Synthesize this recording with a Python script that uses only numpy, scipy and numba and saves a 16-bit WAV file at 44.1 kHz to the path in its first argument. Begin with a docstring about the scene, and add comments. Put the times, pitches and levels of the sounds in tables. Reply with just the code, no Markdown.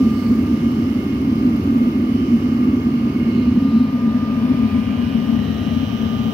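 """A deep, booming roar: a gas-fired barrel furnace in a yard, flame turbulence ringing its chamber.
A brushed blower rushes, buzzes and whines; a small engine ticks further off and fades.
Heard through the two ports of a hand-held phone that looks down on the barrel, then crouches
to its side, where the lid's rim hides the vent and the motor comes into view."""
import sys
import numpy as np
from scipy import signal
from scipy.fft import rfft, irfft, next_fast_len
from scipy.io import wavfile
from scipy.ndimage import uniform_filter1d
from numba import njit

SR = 44100
rng = np.random.default_rng(int(sys.argv[2]) if len(sys.argv) > 2 else 0)


def store_wav(level_fs):
    """Save 16-bit WAV to argv[1]."""
    pcm = np.round(np.clip(np.atleast_2d(level_fs), -1, 1) * 32767)
    wavfile.write(sys.argv[1], SR, pcm.T.astype(np.int16))


N = 279153
T = np.arange(N) / SR
FFT_SIZE = next_fast_len(N)
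BIN_HZ = np.arange(FFT_SIZE // 2 + 1) * SR / FFT_SIZE + 1e-3

# Phone moves: start, end.
CROUCH_S = (3.3, 5.18)
BELOW_LID_S = (3.39, 3.82)
TURN_S = (3.5, 5.35)  # left port swings towards the barrel
MOTOR_IN_VIEW_S = (4.4, 5.35)


def undb(db):
    return 10 ** (np.asarray(db) / 20)


def unit_rms(x):
    return x / np.sqrt(np.mean(x ** 2))


def curves(table):
    """Columns of a table, interpolated over time."""
    seconds, *columns = np.transpose(table)
    return [np.interp(T, seconds, column) for column in columns]


def move(span_s, before=0, after=1):
    """Linear ramp during a phone move."""
    start, end = span_s
    return before + (after - before) * np.clip((T - start) / (end - start), 0, 1)


def wander(rate_hz):
    """Random steps, smoothed twice; RMS 1."""
    hold = int(SR / rate_hz)
    steps = np.repeat(rng.standard_normal(N // hold + 1), hold)
    return unit_rms(uniform_filter1d(uniform_filter1d(steps, hold), hold)[:N])


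@njit
def bandpass(x, hz, width_hz):
    """State-variable filter, unity gain at its moving centre."""
    y, band, low = np.empty(len(x)), 0., 0.
    for i in range(len(x)):
        g, damping = np.tan(np.pi * hz[i] / SR), width_hz / hz[i]
        v = (band + g * (x[i] - low)) / (1 + g * (g + damping))
        band, low, y[i] = 2 * v - band, low + 2 * g * v, damping * v
    return y


def ring(hz, width_hz):
    """Turbulence through a two-stage resonance; RMS 1."""
    hz, width_hz = hz * np.ones(N), float(width_hz)
    once = bandpass(rng.standard_normal(N), hz, width_hz)
    return unit_rms(bandpass(once, hz, width_hz))


def ports(x, pan_db, lead_ms):
    """One source at two ports. Pan is left minus right; the left leads."""
    late = np.interp(T - lead_ms / 1000, T, x)
    return np.array([x * undb(pan_db / 2), late * undb(-pan_db / 2)])


def left_only(x):
    return np.array([x, np.zeros(N)])


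# Each row: time in seconds, level in dB.
TICK_LEVEL = [(0, -52), (.5, -52), (.9, -56), (1.25, -51.5), (1.6, -53), (2.4, -56.5), (4.2, -72),
              (6.33, -90)]
# Each row: frequency in Hz, relative left and right levels in dB.
TICK_SPECTRUM = [(3000, -18.5, -20), (5500, -15.5, -6), (8000, -8, -16.5), (11200, 5, 8), (14000, 5.5, 7),
                 (16000, -9, -5.5)]


def engine():
    """Distant engine, slowly speeding up: one bright puff a stroke, no two alike."""
    start_hz, speedup_hz_per_s, scatter_db = 27.371, .7194, 2.6
    rise, fall = .04, .16  # shares of a stroke
    strokes = .3 + start_hz * T + speedup_hz_per_s * T ** 2 / 2
    phase = strokes % 1
    stroke_db = scatter_db * rng.standard_normal((int(strokes[-1]) + 1, 2))
    strength = undb(stroke_db)[strokes.astype(int)].T
    puff = (1 - np.exp(-phase / rise)) * np.exp(-phase / fall)
    hz, *sides_db = np.transpose(TICK_SPECTRUM)
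    colour = undb([np.interp(np.log(BIN_HZ), np.log(hz), db, left=-90) for db in sides_db])
    white = rfft(rng.standard_normal((2, FFT_SIZE)))
    hiss = unit_rms(irfft(white * colour, FFT_SIZE)[:, :N])
    return hiss * strength * puff / puff.max() * undb(curves(TICK_LEVEL)[0])


def yard_echo():
    """Deep echo off the walls, as a low noise band unrelated at the two ports."""
    return undb(-48) * np.array([ring(hz=100, width_hz=19) for _ in range(2)])


# Each row: middle and length in seconds, start, end and width in Hz, peak level and pan in dB.
HISS_SWELLS = [(0.218, 0.28, 4360, 4570, 700, -55, -17), (3.406, 0.41, 4230, 4100, 800, -55, -11),
               (3.757, 0.44, 4000, 4000, 600, -53, -3), (4.4, 1.4, 560, 660, 170, -44, 1.5),
               (4.5, 2.6, 930, 1050, 100, -48, 3), (4.8, 1.2, 2280, 2460, 380, -49, -13.5),
               (5.5, 0.66, 1850, 1930, 150, -51, 4), (5.6, .7, 3950, 3970, 500, -53, -6),
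               (5.895, 1.5, 5700, 5950, 800, -61, -16), (5.8, 2.4, 620, 680, 200, -45, -5),
               (.2, .9, 15100, 14900, 5000, -64, -12), (.2, .6, 8300, 8300, 2500, -64, 0),
               (5.9, 1.2, 14400, 14400, 4000, -65, -10), (5.57, .6, 1250, 1285, 25, -54, 0),
               (5.29, .1, 12200, 12250, 600, -66, -6)]


def swells():
    """Bands of hiss that rise, glide and sink as the phone moves."""
    out = 0
    for middle_s, length_s, start_hz, end_hz, width_hz, db, pan_db in HISS_SWELLS:
        along = np.clip((T - middle_s) / length_s + .5, 0, 1)
        hiss = ring(start_hz + (end_hz - start_hz) * along, width_hz) * np.sin(np.pi * along)
        out += undb(db + np.c_[[pan_db, -pan_db]] / 2) * hiss
    return out


# Each row: centre and width in Hz, level, change below the lid and pan in dB, left lead in ms.
PIPE_MODES = [(1181, 153, -47, -1, -0.5, -0.15), (2155, 115, -50.5, -10, -10, -0.1)]


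def feed_pipe():
    """Pipe resonances; the draught wavers in level and pitch."""
    flutter_db, pitch_drift = 1.2, .003
    out = 0
    for hz, width_hz, db, below_lid_db, pan_db, lead_ms in PIPE_MODES:
        gain = undb(db + below_lid_db * move(BELOW_LID_S) + flutter_db * wander(9))
        mode = ring(hz * (1 + pitch_drift * wander(3)), width_hz)
        out += ports(gain * mode, pan_db, lead_ms)
    return out


# Each row: frequency in Hz, then base density in dB per Hz: left and right standing, the same crouched.
RUSH_SPECTRUM = [(420, -70.5, -70.5, -59, -62), (544, -68.5, -68, -65, -64.5),
                 (675, -72.5, -70, -68.5, -65), (1120, -70.5, -76.5, -73.5, -75),
                 (1750, -78.5, -74, -73, -71), (2200, -78.5, -75.5, -78, -75),
                 (2900, -81.5, -72, -75.5, -69), (3340, -84, -86.5, -80, -78.5),
                 (3800, -84, -86, -82.5, -79.5), (4500, -85.5, -81, -88, -82.5),
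                 (6040, -96.5, -82.5, -101.5, -82.5), (7130, -83, -104, -90.5, -106.5),
                 (7830, -100, -104, -99.5, -109), (11000, -94, -94.5, -97, -102.5),
                 (13000, -97, -94, -99.5, -91.5), (15500, -100, -93, -101, -91.5)]
# Each row: time in seconds, treble gain in dB.
RUSH_TREBLE = [(0, 2.5), (1.4, -0.5), (2.2, -0.5), (2.7, -1.5), (4.1, -2), (5.05, 1), (6.33, 0.5)]


def air_rush():
    """Blown air in quarter-octave bands; ground and barrel reflections make each band drift."""
    alike_below_hz, treble_onset_hz = 736, (2400, 8000)
    port_drift_db, flicker_db = .6, .8
    crouch, treble_db = move(CROUCH_S), curves(RUSH_TREBLE)[0]
    hz, *columns_db = np.transpose(RUSH_SPECTRUM)
    coherence = .66 / (1 + (BIN_HZ / alike_below_hz) ** 4)
    left, unrelated = rfft(rng.standard_normal((2, FFT_SIZE))) * np.sqrt(SR / 2)
    pair = np.array([left, coherence * left + np.sqrt(1 - coherence ** 2) * unrelated])
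    out = 0
    for centre_hz in 400 * 2 ** np.arange(0, 5.5, .25):
        band = np.clip(1 - 4 * np.abs(np.log2(BIN_HZ / centre_hz)), 0, 1)
        centre_db = np.c_[[np.interp(np.log(centre_hz), np.log(hz), db) for db in columns_db]]
        base_db = (1 - crouch) * centre_db[:2] + crouch * centre_db[2:]
        treble_share = np.interp(np.log(centre_hz), np.log(treble_onset_hz), [0, 1])
        drift_db = port_drift_db * np.array([wander(4.1), wander(5.2)]) + flicker_db * wander(12)
        out += irfft(pair * band, FFT_SIZE)[:, :N] * undb(base_db + treble_share * treble_db + drift_db)
    return out


# Each row: shaft order, group index, left and right base levels in dB.
WHINE_ORDERS = [(11, 2, -66, -62), (18, 0, -66, -58), (26, 2, -74, -73), (71, 1, -70, -79),
                (72, 1, -68.5, -79), (73, 1, -78, -89), (86, 2, -84, -81), (92, 2, -82, -79),
                (94, 2, -81, -77), (95, 2, -74, -73), (96, 2, -74, -70), (97, 2, -80, -78),
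                (104, 3, -83, -75), (106, 3, -86, -77), (107, 3, -81, -75), (108, 3, -80, -76),
                (109, 3, -81, -70), (110, 3, -86, -79), (111, 3, -87, -78), (112, 3, -84, -77),
                (114, 3, -87, -82), (116, 3, -83, -74), (117, 3, -86, -79)]
# Each row: time in seconds, gains of groups 0 to 3 in dB.
WHINE_GROUP_GAINS = [(0, -9, -7, -2, -1), (1, -9, -6, -1, -1), (2.2, -9, -6, -1, 0), (3.0, -8, -8, -2, -2),
                     (3.4, 0, -5, 0, -4), (4.15, -1, -6, -2, -3), (4.35, 0, 2, -3, -3),
                     (4.8, -2, -2.5, -3, -3), (5.1, 5, -3, -2, 0), (5.45, 0, -5, 0, 1), (5.8, 4, -4, 1, 4),
                     (6.33, -6, 0, -1, 3.5)]


def whine(shaft_rad):
    """High shaft orders; hand shake slips their phase between the ports."""
    group_db = curves(WHINE_GROUP_GAINS)
    start_rad = rng.uniform(0, 2 * np.pi)  # shared: neighbouring orders beat once a turn
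    sway_rad = [left_only(1.5 * wander(5)) for _ in group_db]
    out = 0
    for order, group, *sides_db in WHINE_ORDERS:
        flicker_db = 2.2 * wander(5) + 2.5 * np.array([wander(18), wander(18)])
        tone = np.sin(order * (shaft_rad + start_rad) + sway_rad[group])
        out += undb(np.c_[sides_db] + group_db[group] + flicker_db) * tone
    return out


# Each entry: offset from the commutator tone in multiples of twice the mains frequency.
BUZZ_SIDEBANDS = [-4, -3, -2, -1, 0, 1, 2, 4, 5, 6]
# Each row: left and right base levels of one sideband in dB.
SIDEBAND_LEVELS = [(-67, -61), (-56, -48), (-55, -46), (-55, -47), (-59, -51), (-67, -62), (-63, -60),
                   (-69, -65), (-65, -62), (-69, -65)]
# Each row: time in seconds, gain past the barrel in dB.
BUZZ_GAIN = [(0, -5.5), (.5, -7.5), (.72, -1.5), (1, -4), (1.4, -6.5), (1.9, -6), (2.2, -2.5), (2.6, -7.5),
             (2.9, -6), (3.25, -2.5), (3.6, -6), (3.9, -11), (4.3, -11), (4.7, -5.5), (4.9, -2), (5.25, 0),
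             (5.5, -.5), (5.85, 3.5), (6.1, 2), (6.33, 2)]
# Each row: time in seconds, extra left gain in dB, left lead in radians.
BUZZ_STEREO = [(0, -3, -1), (.5, 0, -1.8), (.8, -3, -2.1), (1.3, 2, -2.5), (1.9, 3, -2.9), (2.25, -2, -2.2),
               (2.8, 2, -2.5), (3.3, -4, -2.1), (3.7, -1, -.8), (4.4, 1, 1.9), (5, 2, 0), (5.5, 1, -.3),
               (5.9, -3, -1.1), (6.33, 0, -1.3)]
# Each row: time in seconds, tilt in dB per sideband step.
SIDEBAND_TILT = [(0, -2.4), (4.4, -2.2), (5.3, -1.2), (5.8, 0), (6.33, 1)]


def brush_buzz(shaft_rad):
    """Commutator tone chopped at twice the mains; from above, the barrel hides the upper sidebands."""
    bars, chop_hz = 24, 120
    left_db, lead_rad = curves(BUZZ_STEREO)
    gain_db = curves(BUZZ_GAIN)[0] + left_only(left_db)
    tilt_db = curves(SIDEBAND_TILT)[0]
    out = 0
    for k, sides_db in zip(BUZZ_SIDEBANDS, SIDEBAND_LEVELS):
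        phase = bars * shaft_rad + 2 * np.pi * k * chop_hz * T + left_only(lead_rad)
        shadow_db = tilt_db * np.clip(k + 2, -1, 3)
        flutter_db = move(MOTOR_IN_VIEW_S, 1.7, .8) * (wander(4) + wander(25))
        out += undb(np.c_[list(sides_db)] + gain_db + shadow_db + flutter_db) * np.sin(phase)
    return out


# Each row: time in seconds, level and pan in dB, left lead in radians.
BLADE_TRACK = [(0, -40, 0, -.5), (.12, -41.5, -1, -.6), (.3, -45, 3, -.7), (.5, -44.5, 6, -1.5),
               (.7, -44, 1, -2.1), (.9, -44.5, -4, -2.4), (1.3, -41.5, 0, -2.7), (1.5, -43, -1, -2.8),
               (1.95, -40, -1, -2.8), (2.4, -42.5, -2, -2.6), (2.7, -41, -1, -2.7), (3.1, -43.5, 2, -2.2),
               (3.35, -44, 1, -2), (3.53, -48, 2, -1.2), (3.63, -42, 4, .4), (3.9, -40.5, 7, .9),
               (4.1, -39.5, 1, .6), (4.3, -37, -1, 1.1), (4.5, -39.5, 1, 1.3), (4.7, -42.5, 11, 1.2),
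               (4.9, -42.5, 3, -1.4), (5.1, -45.5, -9, -1.8), (5.3, -46, -4, .3), (5.5, -44, -4, -.8),
               (5.7, -43, -8, -1.1), (6.33, -43.5, -12, -1.7)]


def blade_tone(shaft_rad):
    """Blade-passing tone at the moving phone."""
    blades = 9
    db, pan_db, lead_rad = curves(BLADE_TRACK)
    flutter_db = move(BELOW_LID_S, 1.5, 1) * (wander(8) + .5 * wander(30))
    gain = undb(db + flutter_db + np.array([pan_db, -pan_db]) / 2)
    return gain * np.sin(blades * shaft_rad + left_only(lead_rad))


# Each row: time in seconds, shaft speed in Hz.
SHAFT_SPEED = [(0, 133.1), (2, 133.4), (3.6, 133.9), (6.33, 133.95)]


def blower():
    """Blades, brushes and whine, locked to one slightly wobbling shaft."""
    shaft_hz = curves(SHAFT_SPEED)[0] * (1 + .0003 * wander(25))
    shaft_rad = 2 * np.pi * np.cumsum(shaft_hz) / SR
    return np.sqrt(2) * (blade_tone(shaft_rad) + brush_buzz(shaft_rad) + whine(shaft_rad))


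# Each row: centre and width in Hz, base level in dB.
BILLOW_BANDS = [(91.3, 56, -29.5), (150, 70, -32)]
# Each row: time in seconds, gain in dB.
BILLOW_GAIN = [(0, -0.5), (1.2, 0.5), (3.4, 1), (3.9, -2), (4.6, .5), (6.33, 1.5)]


def billows():
    """Rumble of the flame's slow billows."""
    gain_db = curves(BILLOW_GAIN)[0]
    return sum(undb(db + gain_db) * ring(hz, width_hz) for hz, width_hz, db in BILLOW_BANDS)


# Each row: centre and width in Hz, relative level and its change below the lid in dB.
VENT_MODES = [(307, 81, -1, -4.5), (383.5, 59, -9.5, 11.5)]


def lid_vent():
    """Vent modes just above the boom, quieter once the rim hides them."""
    modes = sum(undb(db + below_lid_db * move(BELOW_LID_S)) * ring(hz, width_hz)
                for hz, width_hz, db, below_lid_db in VENT_MODES)
    return undb(move(BELOW_LID_S, -28, -45)) * modes


# Each row: time in seconds, level in dB.
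BOOM_LEVEL = [(0, -10), (.15, -22), (.27, -14.5), (.45, -16), (.9, -19.5), (1.4, -16), (1.8, -16.5),
              (2.2, -19), (2.5, -17), (2.75, -18.5), (3.3, -17.5), (3.68, -14), (3.85, -17), (4.3, -19),
              (4.48, -14.5), (4.6, -17), (4.85, -19), (5.6, -20), (6, -22), (6.33, -19.5)]


def chamber():
    """Flame turbulence rings two close chamber modes."""
    main = ring(move(CROUCH_S, 235.2, 227.6), width_hz=50)
    second = undb(move(CROUCH_S, -5, -9)) * ring(hz=262, width_hz=43.5)
    return undb(curves(BOOM_LEVEL)[0]) * (main + second)


def furnace():
    """Chamber, vent and billows at the ports; below the lid a narrow band above the boom dips."""
    dip_hz, dip_width_hz, dip_share = 325., 55., .7
    pan_db, lead_ms = move(TURN_S, -1, 6.5), move(TURN_S, .13, .44)
    roar = chamber() + lid_vent()
    roar -= dip_share * move(BELOW_LID_S) * bandpass(roar, np.full(N, dip_hz), dip_width_hz)
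    return ports(roar, pan_db, lead_ms) + ports(billows(), .5 + .1 * pan_db, 1.4 * lead_ms - .2)


def scene():
    """Furnace, its air supply and the engine beyond."""
    return furnace() + yard_echo() + air_rush() + feed_pipe() + swells() + blower() + engine()


def record(dry):
    """The phone trims the deep bass and cuts the top."""
    low_cut_hz, top_hz = 48, 15740
    thin = signal.sosfilt(signal.butter(5, low_cut_hz, "high", fs=SR, output="sos"), dry)
    return signal.sosfilt(signal.ellip(16, .3, 80, top_hz, fs=SR, output="sos"), thin)


dry = scene()
out = record(dry)
store_wav(out)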